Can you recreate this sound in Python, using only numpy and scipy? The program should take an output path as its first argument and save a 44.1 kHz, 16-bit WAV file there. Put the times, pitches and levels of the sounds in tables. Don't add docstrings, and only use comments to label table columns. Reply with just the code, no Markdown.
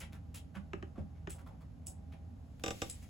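import sys
import numpy as np
from scipy import signal
from scipy.fft import rfft, irfft, next_fast_len
from scipy.io import wavfile

SR = 44100
rng = np.random.default_rng(int(sys.argv[2]) if len(sys.argv) > 2 else 0)


def to_wav(sig):
    pcm = np.clip(np.atleast_2d(sig), -1, 1) * 32767
    pcm = np.round(pcm).astype(np.int16)
    wavfile.write(sys.argv[1], SR, pcm.T)


N = 136269
T = np.arange(N) / SR
PADDED = next_fast_len(N + SR // 2)
PADDED += PADDED % 2
HZ = np.maximum(np.arange(PADDED // 2 + 1) * SR / PADDED, 1)


def from_db(db):
    return 10 ** (np.asarray(db) / 20)


def rms_one(x):
    return x / np.sqrt(np.mean(x ** 2) + 1e-20)


def at_hz(points, hz):
    f, value = np.transpose(points)
    return np.interp(np.log(hz), np.log(f), value)


def filtered(x, response):
    return irfft(rfft(x, PADDED) * response, PADDED)[..., :N]


def colour(x, points):
    cepstrum = irfft(np.log(rms_one(from_db(at_hz(points, HZ)))))
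    cepstrum[1:PADDED // 2] *= 2
    cepstrum[PADDED // 2 + 1:] = 0
    return filtered(x, np.exp(rfft(cepstrum)))


def resonance(x, hz, q):
    q = max(q, hz / (SR / 2) * 2)
    b, a = signal.iirpeak(hz, q, fs=SR)
    return signal.lfilter(b, a, x + 1e-18)


def dying(s, t60):
    return (T >= s) * from_db(-60 * np.clip((T - s) / t60, 0, 10))


def cracks(hits, t60):
    rise_s = 0.0014
    noise = rng.standard_normal(N)
    envelope = sum(from_db(db) * np.clip((T - s) / rise_s, 0, 1) * dying(s, t60) for s, db in hits)
    return noise * envelope


def ring(hits, modes):
    spread_db = 1
    s, db = np.transpose(hits)
    out = np.zeros(N)
    chance = rng.standard_normal((len(s), len(modes)))
    for k, (hz, mode_db, t60) in enumerate(modes):
        blows = np.full(N, 1e-18)
        blows[(s * SR).astype(int)] = from_db(db + mode_db + spread_db * chance[:, k])
        radius = np.exp(-np.log(1000) / (t60 * SR))
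        w = 2 * np.pi * hz / SR
        mode = signal.lfilter([0, np.sin(w)], [1, -2 * radius * np.cos(w), radius * radius], blows)
        out += (-1) ** k * mode
    return out


def through_desk(x, delay_s):
    return filtered(x, np.exp(-4j * np.pi * delay_s * np.sqrt(1000 * HZ)))


def in_room(x, wet_db):
    # (frequency [Hz], t60 [s])
    room_t60 = [(150, 0.31), (500, 0.28), (1400, 0.2), (3700, 0.18), (9700, 0.19), (16000, 0.12)]
    onset_s = 0.0031
    t = T[:SR // 2]
    white = rfft(rng.standard_normal((2, len(t))))
    hz = np.arange(len(t) // 2 + 1) * SR / len(t)
    edges = np.geomspace(60, SR / 2, 10)
    tail = 0
    for low, high in zip(edges, edges[1:]):
        band = irfft(white * (hz >= low) * (hz < high), len(t))
        tail = tail + band * np.exp(-np.log(1000) * t / at_hz(room_t60, np.sqrt(low * high)))
    tail = tail * (1 - np.exp(-(t / onset_s) ** 2))
    tail = rms_one(tail) / np.sqrt(len(t))
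    return x + from_db(wet_db) * filtered(x, rfft(tail, PADDED))


def from_desk(x, wet_db):
    left_lag_s = .00024
    left, right = in_room(x, wet_db)
    return np.array([filtered(left, np.exp(-2j * np.pi * HZ * left_lag_s)), right])


def room_tone():
    # (frequency [Hz], relative level [dB])
    air_colour = [(15, -30), (25, -14), (35, -8), (55, 4), (100, 1), (135, -3.5), (200, -6.5), (270, -7),
                  (350, -23), (450, -21.5), (780, -23), (950, -29.5), (2000, -38.5), (5000, -46),
                  (11500, -49), (14000, -55), (16000, -68)]
    # (frequency [Hz], left-right likeness [0 to 1])
    likeness = [(60, 0.89), (200, .9), (500, 0.13), (1500, 0.23), (6000, 0.28)]
    # (multiple of the hum frequency, level [dB re hum level])
    partials = [(1, -1), (2, -11), (7, -39.5), (8, -29.5), (10, -26)]
    # (time [s], level [dB])
    hum_level = [(0.0, -53), (0.04, -50), (0.91, -54.5), (0.95, -67), (1.0, -49), (1.76, -57.5),
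                 (2.13, -48), (2.57, -60), (2.67, -45), (2.87, -65.5), (3.03, -56), (3.09, -63)]
    air_db, hum_hz, waver_depth = -52, 80.3, 0.15
    mid, side = colour(rng.standard_normal((2, N)), air_colour)
    alike = np.clip(at_hz(likeness, HZ), 0, 1)
    common = filtered(mid, np.sqrt((1 + alike) / 2))
    opposed = filtered(side, np.sqrt((1 - alike) / 2)) * [[1], [-1]]
    air = common + opposed
    waver = rms_one(filtered(rng.standard_normal((len(partials), N)), np.exp(-HZ / 2)))
    hum = 0
    for (k, db), w in zip(partials, waver):
        tone = np.sin(2 * np.pi * (k * hum_hz * T + rng.random()))
        hum = hum + np.sqrt(2) * from_db(db) * (1 + waver_depth * w) * tone
    return from_db(air_db) * air + from_db(np.interp(T, *np.transpose(hum_level))) * hum


def hand():
    # (time [s], level [dB], pitch [Hz], t60 [s])
    thump_table = [(0.563, -38.5, 194, 0.16), (.982, -30, 210.5, 0.052), (.999, -33.5, 154, 0.088),
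                   (1.001, -32.5, 85.4, 0.074)]
    # (time [s], level [dB])
    slide_level = [(2.25, -99), (2.45, -82.5), (2.6, -77), (2.72, -58.5), (2.79, -57.5), (2.87, -56),
                   (2.98, -64.5), (3.09, -70.5)]
    # (frequency [Hz], relative level [dB])
    slide_colour = [(300, 14), (1000, 4), (2500, 16), (5000, 11), (7500, 13.5), (11000, 10), (16000, 5)]
    attack_s = 0.0024
    thumps = 0
    for s, db, hz, t60 in thump_table:
        envelope = dying(s, t60) * np.clip((T - s) / attack_s, 0, 1)
        thumps = thumps + from_db(db) * envelope * np.sin(2 * np.pi * hz * (T - s))
    friction = colour(rng.standard_normal((2, N)), slide_colour)
    slide = from_db(np.interp(T, *np.transpose(slide_level))) * friction
    return in_room(thumps, wet_db=-5.5) + slide


def bottle_knocks():
    # (time [s], level [dB])
    knocks = [(2.6359, -33), (2.6598, -35.5), (2.679, -35), (2.7044, -36), (2.8169, -32.5)]
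    # (frequency [Hz], relative level [dB], t60 [s])
    body_modes = [(200.5, -17, 0.22), (336.6, -9, 0.12), (418, -5, 0.037), (489, -3, 0.071),
                  (586, -18, 0.15), (675, -20.5, 0.17), (793, -11, 0.12), (843, -17, 0.05),
                  (926, -21, 0.12), (1185, -6.5, 0.057), (1267, -8.5, 0.042), (1582, -16, 0.068),
                  (2120, -12, 0.079), (2220, -9, 0.034), (2523, -12, 0.048), (2927, -10, 0.038),
                  (3420, -16.5, 0.052), (3682, -11, 0.098), (4960, -20.5, 0.055), (5980, -14.5, 0.052),
                  (7320, -13.5, 0.085), (7750, -10, 0.068)]
    # (frequency [Hz], relative level [dB])
    crack_colour = [(150, 11), (450, 13.5), (950, 6.5), (1550, 1.5), (1850, -2), (2300, 5.5), (4000, 2),
                    (4500, -7.5), (5500, 3.5), (6600, -4.5), (7600, 4), (9500, -6), (12000, -13.5),
                    (16000, -16)]
    crack_db, crack_t60_s, bending_delay_s = 3, .034, 0.001995
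    blows = np.zeros(N)
    for s, db in knocks:
        blows[int(s * SR)] += from_db(db)
    burst = colour(cracks([(0, crack_db)], crack_t60_s), crack_colour)
    crack = through_desk(filtered(blows, rfft(burst, PADDED)), bending_delay_s)
    body = through_desk(ring(knocks, body_modes), bending_delay_s)
    return in_room(crack, wet_db=-7) + from_desk(body, wet_db=-13)


def metallic_clicks():
    # (time [s], level [dB])
    clicks = [(1.3042, -37), (1.8687, -30.5), (2.8983, -29.5)]
    # (frequency [Hz], relative level [dB])
    snap_colour = [(500, -24), (1400, -34), (2500, -14.5), (5000, -12.5), (6800, -11), (7500, 3.5),
                   (8150, 7), (8900, -5), (9700, 2), (10500, -8), (11800, -13), (13500, -16), (15500, -11)]
    # (frequency [Hz], relative level [dB], t60 [s])
    steel_modes = [(7100, -16.5, 0.029), (7900, -14, 0.048), (8290, -4, 0.024), (10356, -11, 0.012),
                   (10970, -14, 0.014)]
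    snap_t60_s, lead_s, lead_db = .011, 0.0057, -13
    echo_s, echo_db, echo_hz, echo_q = .0128, 1.5, 7300, 7.6
    touches = [(s - lead_s, db + lead_db) for s, db in clicks]
    snap = colour(cracks(clicks + touches, snap_t60_s), snap_colour) + ring(clicks, steel_modes)
    echo = np.interp(T - echo_s, T, resonance(snap, echo_hz, echo_q))
    return in_room(snap, wet_db=-1) + from_db(echo_db) * echo


def nib_ticks():
    # (time [s], level [dB])
    ticks = [(.1303, -47), (.157, -65), (.3495, -48.5), (.5555, -50.5), (1.392, -56), (1.473, -53.5),
             (1.618, -61), (2.124, -57), (2.596, -50)]
    # (frequency [Hz], relative level [dB])
    tick_colour = [(500, 0), (2000, -0.5), (4000, -4), (7000, -15.5), (11000, -9.5), (16000, -9)]
    return in_room(colour(cracks(ticks, t60=0.016), tick_colour), wet_db=-2)


def nib_taps():
    # (time [s], level [dB])
    taps = [(.7328, -37), (.8255, -42.5), (1.2722, -39.5)]
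    # (frequency [Hz], relative level [dB], t60 [s])
    pad_modes = [(166, -1, 0.08), (246, -11, 0.13), (329, -1, 0.1), (396, 1, 0.059), (500, -23, 0.057),
                 (573, -14, 0.12), (674, -14, 0.091), (800, -14, 0.089), (1084, -16, 0.045),
                 (1256, -5, 0.053), (1720, -1, 0.018), (2340, -7, 0.011), (2900, -8, 0.012)]
    # (frequency [Hz], relative level [dB])
    tap_colour = [(300, -1), (1200, 2), (2700, -0.5), (3500, -16), (7000, -18.5), (10000, -34),
                  (16000, -49.5)]
    crack_db, crack_t60_s = 2.5, .016
    pad = through_desk(ring(taps, pad_modes), delay_s=0.001786)
    crack = from_db(crack_db) * colour(cracks(taps, crack_t60_s), tap_colour)
    crack_leaning_left = in_room(crack, wet_db=-6.5) * from_db([[2], [-2]])
    return from_desk(pad, wet_db=-10.5) + crack_leaning_left


def fibres():
    fibres_per_s, spread_db = 2500, 3
    sizes = from_db(spread_db * np.minimum(rng.exponential(1, N), 4)) * rng.choice([-1, 1], N)
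    return rms_one(sizes * (rng.random(N) < fibres_per_s / SR))


def nib_strokes():
    # (time [s], length [s], rasp level [dB], rasp centre [Hz], hiss level [dB])
    strokes = [(0.0, 0.0054, -58.5, 2060, -44.5), (0.007, 0.029, -47.5, 2310, -59),
               (0.045, .028, -63, 2180, -73), (0.122, 0.045, -57.5, 1550, -66.5),
               (0.342, 0.0063, -52, 2640, -44.5), (0.356, 0.032, -54.5, 3330, -52.5),
               (0.543, 0.012, -55, 1390, -72), (0.55, 0.021, -46.5, 1460, -80),
               (0.953, 0.051, -59, 1170, -92), (0.978, 0.03, -49, 630, -99),
               (1.15, 0.039, -72.5, 1990, -93), (1.295, 0.034, -58, 2810, -51.5),
               (1.345, 0.022, -56, 776, -62), (1.381, 0.038, -58.5, 1300, -69),
               (1.461, 0.032, -56.5, 1140, -71.5), (1.506, .03, -61, 900, -88),
               (1.606, 0.022, -59, 1170, -71.5), (1.873, 0.043, -62.5, 680, -56),
               (2.119, 0.02, -59, 2300, -83), (2.132, 0.022, -60, 770, -92), (3.02, 0.027, -61, 2260, -60)]
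    # (frequency [Hz], relative level [dB])
    rasp_colour = [(200, 18), (600, 10), (1500, -1), (3400, -3), (4300, -7.5), (7000, -7), (10000, 0),
                   (16000, -20)]
    hiss_colour = [(1000, -33), (3500, -7.5), (6000, -2.5), (7500, 1), (9300, 9.5), (11000, -3),
                   (12500, -3), (15500, -5)]
    attack_s, release_s, easing_db_per_s, rasp_q = 0.0031, 0.0092, 110, 2.06
    paper = colour(fibres(), rasp_colour)
    steel = colour(fibres(), hiss_colour)
    rasp, hiss = 0, 0
    for s, length, rasp_db, hz, hiss_db in strokes:
        attack = np.clip((T - s) / attack_s, 0, 1)
        release = np.exp(-np.clip((T - s - length) / release_s, 0, 20))
        easing = from_db(-easing_db_per_s * (np.clip(T - s, 0, length) - length / 2))
        pressure = attack * release * easing
        rasp = rasp + from_db(rasp_db) * pressure * rms_one(resonance(paper, hz, rasp_q))
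        hiss = hiss + from_db(hiss_db) * pressure * steel
    return from_db(-6) * in_room(rasp, wet_db=-2.5) + from_db(-3.5) * in_room(hiss, wet_db=-8)


def scene():
    background = room_tone()
    pen = nib_strokes() + nib_taps() + nib_ticks() + metallic_clicks()
    return background + pen + hand() + bottle_knocks()


def record(dry):
    # (frequency [Hz], left minus right [dB])
    balance = [(60, -0.5), (130, -2), (260, -5), (500, 0), (1000, 0), (1800, -0.5), (2600, 3.5),
               (4000, 0.5), (5200, 6), (7000, -2.5), (16000, -3.5)]
    join_hz, in_phase_hz, turn_hz, cutoff_hz = 6400, 6850, 4250, 16000
    left, right = rfft(dry, PADDED) * from_db(at_hz(balance, HZ) * np.array([[.5], [-.5]]))
    joined = np.clip((HZ - join_hz) / 500 + .5, 0, 1) * .96
    turn = 2 * np.pi * (HZ - in_phase_hz) / turn_hz
    turn = turn - np.sin(2 * turn) / 2
    right = np.sqrt(1 - joined) * right + np.sqrt(joined) * left * np.exp(1j * turn)
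    low_pass = 1 / np.sqrt(1 + (HZ / cutoff_hz) ** 160)
    return irfft(np.array([left, right]) * low_pass, PADDED)[:, :N]


dry = scene()
out = record(dry)
to_wav(out)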